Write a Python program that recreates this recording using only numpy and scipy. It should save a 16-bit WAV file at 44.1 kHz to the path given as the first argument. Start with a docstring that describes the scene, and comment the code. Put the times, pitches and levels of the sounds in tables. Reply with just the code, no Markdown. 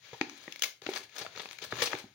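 """Peeling a paper cup lid

A hand peels a foil-lined paper lid off a paper cup, close to a phone in a small hard room.
The seal lets go in snaps and short rips: clumps of clicks that ring a patch of the lid.
The sheet crinkles in between as dense tiny cracks, and the hollow cup thumps as decaying sines.
Low rubbing noise, a faint hush and a short room wash lie underneath."""
import sys
import numpy as np
from scipy import signal
from scipy.fft import rfft, irfft
from scipy.io import wavfile
from scipy.ndimage import uniform_filter1d

SR = 44100
rng = np.random.default_rng(int(sys.argv[2]) if len(sys.argv) > 2 else 0)


def digitize_waveform(pressure):
    """Quantize a signal to 16-bit integers and store it at the path in sys.argv[1].

    Rows of a 2-D input are taken as channels; values are limited to [-1, 1].
    """
    field = np.atleast_2d(pressure).T
    bounded = np.clip(field, -1, 1)
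    quanta = np.round(bounded * 32767).astype(np.int16)
    wavfile.write(sys.argv[1], SR, quanta)


N = 94770

# steady background noise: (frequency [Hz], level [dB])
HUSH_COLOUR = [(30, 1), (100, -16), (700, -21), (3000, -9), (6800, -48), (7600, -9)]
# decay of the room: (frequency [Hz], time to fall by 60 dB [s])
ROOM_DECAY = [(150, 0.42), (15000, 0.21)]
# the cup shuffles on the table: (time [s], level [dB])
SHUFFLE_LEVEL = [(0, -74.5), (.8, -82.5), (1.04, -70.5), (1.12, -77), (1.2, -70), (1.4, -68.5), (1.55, -77),
                 (1.75, -57.5), (1.9, -68), (2.15, -72)]
# the cup is knocked by the pull: (time [s], level [dB], pitch [Hz], low note against the wall [dB])
CUP_THUMPS = [(0.13, -39, 461, -4.5), (0.211, -21.5, 299, -57), (0.479, -40.5, 356, -23),
              (.820, -45, 410, -9), (0.866, -33, 320, -11.5), (0.8883, -23.5, 383, -52),
              (1.211, -39.5, 464, -9), (1.249, -36.5, 688, -48), (1.36, -44, 448, -6.5),
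              (1.623, -44.5, 423, -10), (1.728, -31.5, 400, -3.5), (1.82, -25, 483, -19),
              (1.9394, -29.5, 339, -10), (2.041, -40, 217, -9)]
# fine crinkling of the sheet under the fingers: (time [s], level [dB])
CRINKLE_LEVEL = [(0, -69), (.05, -53.5), (.2, -55.5), (.35, -54.5), (.47, -53), (.6, -59), (.66, -44),
                 (.81, -86.5), (.83, -52.5), (.96, -42.5), (1.04, -53), (1.08, -68.5), (1.15, -51.5),
                 (1.19, -42), (1.24, -47.5), (1.3, -59), (1.39, -45), (1.48, -56.5), (1.53, -49.5),
                 (1.58, -59), (1.64, -45.5), (1.68, -56.5), (1.72, -45.5), (1.77, -40.5), (1.83, -30.5),
                 (1.88, -53), (1.92, -40.5), (2.0, -48), (2.05, -61.5), (2.15, -68)]
# broad colour of the lid as the phone's microphone hears it, with a sharp drop near 7 kHz:
# (frequency [Hz], level [dB])
HEARD_LID_COLOUR = [(60, -47.5), (150, -10.5), (430, -1), (600, -2), (1900, -4), (3300, -8.5), (6800, -12),
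                    (7600, -31.5), (9700, -23), (12500, -31), (15300, -16)]
# short resonances of the lid: (frequency [Hz], width [Hz], level [dB])
LID_MODES = [(1718, 22, -9), (2370, 190, -0.5), (3366, 430, -1.5), (3970, 1620, 10), (6400, 440, 4)]
# snaps and rips of the lid: (time [s], peak [dB], treble against the middle [dB], ring [Hz], length [ms])
LID_SNAPS = [(.1294, -38, -35, 870, 19.4), (0.2115, -11, -43, 1890, 3.83), (0.2953, -30.5, -28, 4830, 3.7),
             (0.478, -28.5, -75, 1900, 4.38), (0.5228, -24, -20, 2720, 3.93),
             (0.5589, -25, -16.5, 2140, 3.3), (0.5928, -31.5, -20.5, 4750, 5.1),
             (0.6212, -7, -14, 2820, 3.9), (0.6332, -16, -10.5, 2190, 12.2), (0.817, -37.5, -29, 3570, 5.3),
             (0.8636, -22.5, -42, 2570, 5.1), (0.8877, -30.5, -50, 2280, 6.9),
             (0.9348, -26, -28, 3350, 6.5), (0.959, -23, -29.5, 4140, 8.6), (0.9692, -24, -25, 1810, 3.6),
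             (1.092, -44, -19.5, 2350, 8.7), (1.1616, -31, -16.5, 1460, 10.8),
             (1.1821, -18.5, -17, 5200, 1.9), (1.2105, -30.5, -38, 4200, 19.2), (1.263, -24, -46, 1440, 4),
             (1.352, -35.5, -31, 1500, 2.8), (1.361, -29, -31, 3720, 3.4), (1.375, -28, -41, 4100, 3.4),
             (1.3824, -31.5, -22, 4120, 4), (1.394, -29.5, -45, 3720, 12.8), (1.433, -34, -44, 3570, 1.8),
             (1.4552, -30.5, -41, 2260, 5.7), (1.488, -31.5, -25, 3500, 3), (1.511, -24.5, -22, 2220, 1.12),
             (1.5849, -32, -22, 2050, 5.6), (1.6171, -30.5, -24.5, 3290, 19),
             (1.649, -24.5, -14, 1820, 4.1), (1.707, -37.5, -25, 3700, 21), (1.723, -19, -82, 1590, 6.6),
             (1.805, -24.5, -20, 1930, 6.8), (1.8181, -15.5, -23, 1890, 9.15),
             (1.855, -21.5, -24, 4570, 14), (1.8689, -23, -27, 2900, 13), (1.9296, -19, -58, 1880, 5.8),
             (1.9501, -24, -60, 4600, 4.1)]
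# how much weaker the right port is: (frequency [Hz], loss [dB])
RIGHT_LOSS = [(60, 5), (380, -2), (700, 2.5), (2400, 9.5), (7000, 9.5), (8000, 0)]
# how alike the two ports are: (frequency [Hz], shared part of the amplitude [0-1])
PORT_LIKENESS = [(420, 0.95), (800, 0.32), (1400, 0.62), (3000, 0.053)]

HUSH_DB = -79.5
ROOM_DB, ROOM_LOW_DB = -9, -13  # wash above 4500 Hz and below 350 Hz
SHUFFLE_HZ, SHUFFLE_WIDTH_HZ = 107, 89
THUMP_S, THUMP_RISE_MS = 0.0082, 2.1
OVERTONE_HZ, OVERTONE_DB = 798, -2
LOW_NOTE_HZ, LOW_NOTE_T60_S = 123.4, 0.062
LID_DB = -5  # resonances against the plain sheet
CRACKS_PER_S, CRACK_SPREAD_DB = 3500, 3
CLUMP_DB, CLUMP_MS, GRAIN_DB = 2.5, 4.5, -6
CALM_DB, CALM_SPAN_DB, CALM_THIN_DB = -56, 6.5, -16.5  # under CALM_DB the crinkle is a smooth, thin hiss
RING_DB, RING_SHARE = -2.5, 0.32  # ring against the sheet, ring width as a share of its pitch
SNAP_RISE_MS, SNAP_SPREAD_DB = .75, -1  # rise of a snap 1 ms long
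SPIKE_MS = 26.2  # divided by the snap's length, this is the height of its hard crack
PLAIN_TREBLE_DB = -27.5  # a snap with this treble gets no treble tilt
THIN = 0.31  # bass loss in dB per dB of treble above -38 dB
RIGHT_DIRECT, SCATTER_MS, EDGE_HZ = 0.77, 10, 15900


def amp(db):
    """Decibels to amplitude."""
    return 10 ** (np.asarray(db) / 20)


def evened(x):
    """Scale to an RMS of 1."""
    return x / np.sqrt(np.mean(x ** 2) + 1e-20)


def read(points, hz):
    """Read a frequency table, with straight lines over log frequency."""
    f, value = np.transpose(points)
    return np.interp(np.log(hz + 1), np.log(f + 1), value)


def curve(points):
    """Draw a time table as one value per sample."""
    s, value = np.transpose(points)
    return np.interp(np.arange(N) / SR, s, value)


def add(mix, s, sound):
    """Mix a sound in at s seconds, cut at the end."""
    part = mix[round(s * SR):][:len(sound)]
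    part += sound[:len(part)]


def resonate(x, hz, width):
    """A decaying resonance of gain 1; a wider one dies faster."""
    r = np.exp(-np.pi * width / SR)
    return 2 * signal.lfilter([1 - r], [1, -r * np.exp(2j * np.pi * hz / SR)], x).real


def colour(x, db_at):
    """Causal (minimum-phase) filter whose level in dB is the function db_at(Hz)."""
    log_gain = np.log(amp(db_at(abs(np.fft.fftfreq(2048, 1 / SR)))))
    spectrum = np.exp(np.conj(signal.hilbert(log_gain)))
    taps = np.fft.ifft(spectrum).real[:1024]
    taps = taps.reshape((1,) * (x.ndim - 1) + (-1,))
    return signal.oaconvolve(x, taps, axes=-1)[..., :x.shape[-1]]


def hush():
    """Steady coloured noise, independent in the two ports."""
    noise = rng.standard_normal((2, N))
    return amp(HUSH_DB) * evened(colour(noise, lambda hz: read(HUSH_COLOUR, hz)))


def tail(t60_at, first, length):
    """Two noise tails of energy 1, each band dying at its own speed."""
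    taps = rng.standard_normal((2, length)) * (np.arange(length) >= first)
    hz, t, z = signal.stft(taps, SR, nperseg=256)
    decay = amp(-60 * t / t60_at(hz)[:, None])
    out = signal.istft(z * decay, SR, nperseg=256)[1]
    return out / np.linalg.norm(out, axis=1, keepdims=True)


def room(x):
    """The room's short wash: many late reflections reach both ports as a dense tail."""
    tails = tail(lambda hz: read(ROOM_DECAY, hz), first=320, length=SR // 2)
    wet = signal.fftconvolve(x[None], tails, axes=1)[:, :N]
    levels = [(350, ROOM_LOW_DB), (1800, ROOM_DB - 5.5), (4500, ROOM_DB)]
    return colour(wet, lambda hz: read(levels, hz))


def shuffle():
    """Low rubbing through the table top: noise through two equal resonances."""
    rub = rng.standard_normal(N)
    for _ in range(2):
        rub = resonate(rub, SHUFFLE_HZ, SHUFFLE_WIDTH_HZ)
    return amp(curve(SHUFFLE_LEVEL)) * evened(rub)


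def thump(s, db, hz, low_db):
    """The cup booms a few cycles until the hand damps it, with one higher mode and a low note via the table."""
    t = np.arange(4000) / SR
    overtone = amp(OVERTONE_DB) * np.exp(-2 * t / THUMP_S) * np.sin(2 * np.pi * OVERTONE_HZ * t)
    wall = np.exp(-(t / THUMP_S) ** 2) * (np.sin(2 * np.pi * hz * t) + overtone)
    low = amp(low_db - 60 * t / LOW_NOTE_T60_S) * np.sin(2 * np.pi * LOW_NOTE_HZ * t)
    rise = np.minimum(t * 1000 / THUMP_RISE_MS, 1)
    return s, amp(db) * rise * (wall + low)


def sheet(x):
    """The lid's short resonances, then its broad colour as the phone's microphone hears it."""
    # narrow modes are lifted
    modes = sum(amp(db) * np.sqrt(2000 / w) * resonate(x, f, w) for f, w, db in LID_MODES)
    return colour(x + amp(LID_DB) * modes, lambda hz: read(HEARD_LID_COLOUR, hz))


def cracks(draw, per_s):
    """Randomly timed clicks of either sign, a few of them large."""
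    size = amp(-CRACK_SPREAD_DB * np.log(draw[2] + 0.016))
    return (draw[0] < per_s / SR) * np.sign(draw[1] - .5) * size


def crinkle():
    """Dense tiny cracks in clumps, each also ringing one patch of the lid; a gentle pull only hisses."""
    clump = evened(uniform_filter1d(rng.standard_normal(N), max(1, int(CLUMP_MS * SR / 1000))))
    clicks = cracks(rng.random((3, N)), CRACKS_PER_S) * amp(CLUMP_DB * np.minimum(clump, 2))

    # the ringing patch is drawn anew every 512 samples
    patch = rng.integers(0, len(LID_MODES), N // 512 + 1).repeat(512)[:N]
    grains = sum(amp(db) * resonate(clicks * (patch == k), f, 2 * w)
                 for k, (f, w, db) in enumerate(LID_MODES))
    crackle = evened(evened(sheet(clicks)) + amp(GRAIN_DB) * evened(grains))

    hiss = sheet(rng.standard_normal(N))
    hiss = evened(colour(hiss, lambda f: CALM_THIN_DB * (1 - np.minimum(f / 1800, 1))))
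    level_db = curve(CRINKLE_LEVEL)
    busy = np.clip((level_db - CALM_DB) / CALM_SPAN_DB, 0, 1)
    return amp(level_db) * (np.sqrt(busy) * crackle + np.sqrt(1 - busy) * hiss)


def snap(s, db, treble_db, hz, ms):
    """A quick clump of cracks rings one patch of the lid; the shorter it is, the harder its main crack."""
    t = np.arange(2000) / SR * 1000  # ms
    draw = rng.random((3, len(t)))
    rise = SNAP_RISE_MS * np.sqrt(ms)  # long rips open more slowly
    shape = np.minimum(t / rise, 1) * np.exp(-(t / ms) ** 4)
    size = amp(-SNAP_SPREAD_DB * np.log(draw[1] + 0.0039))
    burst = shape * np.sign(draw[0] - .5) * size
    add(burst, rise / 1000, np.array([SPIKE_MS / ms]))

    ring = resonate(resonate(burst, hz, RING_SHARE * hz), hz, 2 * RING_SHARE * hz)
    body = evened(sheet(burst)) + amp(RING_DB) * evened(ring)

    def tone(f):
        """Treble tilt of this snap, and less bass when it is bright."""
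        tilt = (treble_db - PLAIN_TREBLE_DB) * np.minimum(f / 9000, 1.2)
        return tilt - THIN * max(treble_db + 38, 0) * (1 - np.minimum(f / 1800, 1))

    toned = colour(body, tone)
    return s, amp(db) * toned / abs(toned).max()


def scene():
    """Lid and cup together, direct and through the room, over the hush."""
    lid = crinkle() + shuffle()
    for row in LID_SNAPS:
        add(lid, *snap(*row))
    for row in CUP_THUMPS:
        add(lid, *thump(*row))
    background = hush()
    wet = room(lid)
    left = lid + wet[0]
    right = RIGHT_DIRECT * lid + wet[1] / RIGHT_DIRECT
    return np.array([left, right]) + background


def record(dry):
    """The right port faces away: weaker, with scattered, later paths in the treble; then the band limits."""
    hz = np.fft.rfftfreq(N, 1 / SR)
    left, right = rfft(dry)

    # a random delay for each narrow band, summed into a phase
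    knots = np.arange(0, SR / 2, 60)
    late_s = np.interp(hz, knots, rng.random(len(knots)) ** 2) * SCATTER_MS / 1000
    scatter = np.exp(-2j * np.pi * np.cumsum(late_s) * SR / N)

    same = np.clip(read(PORT_LIKENESS, hz), 0, 1)
    right = same * left + np.sqrt(1 - same ** 2) * scatter * right
    weak = amp(-read(RIGHT_LOSS, hz))
    # the two port gains always average 1
    ports = irfft(np.array([left, weak * right]) * 2 / (1 + weak), N)

    low_cut = signal.butter(2, 80, "high", fs=SR, output="sos")
    rumble_cut = signal.sosfilt(low_cut, ports)
    treble_cut = signal.firwin(511, EDGE_HZ, window=("kaiser", 9), fs=SR)
    return signal.oaconvolve(rumble_cut, treble_cut[None], "same")


dry = scene()
out = record(dry)
digitize_waveform(out)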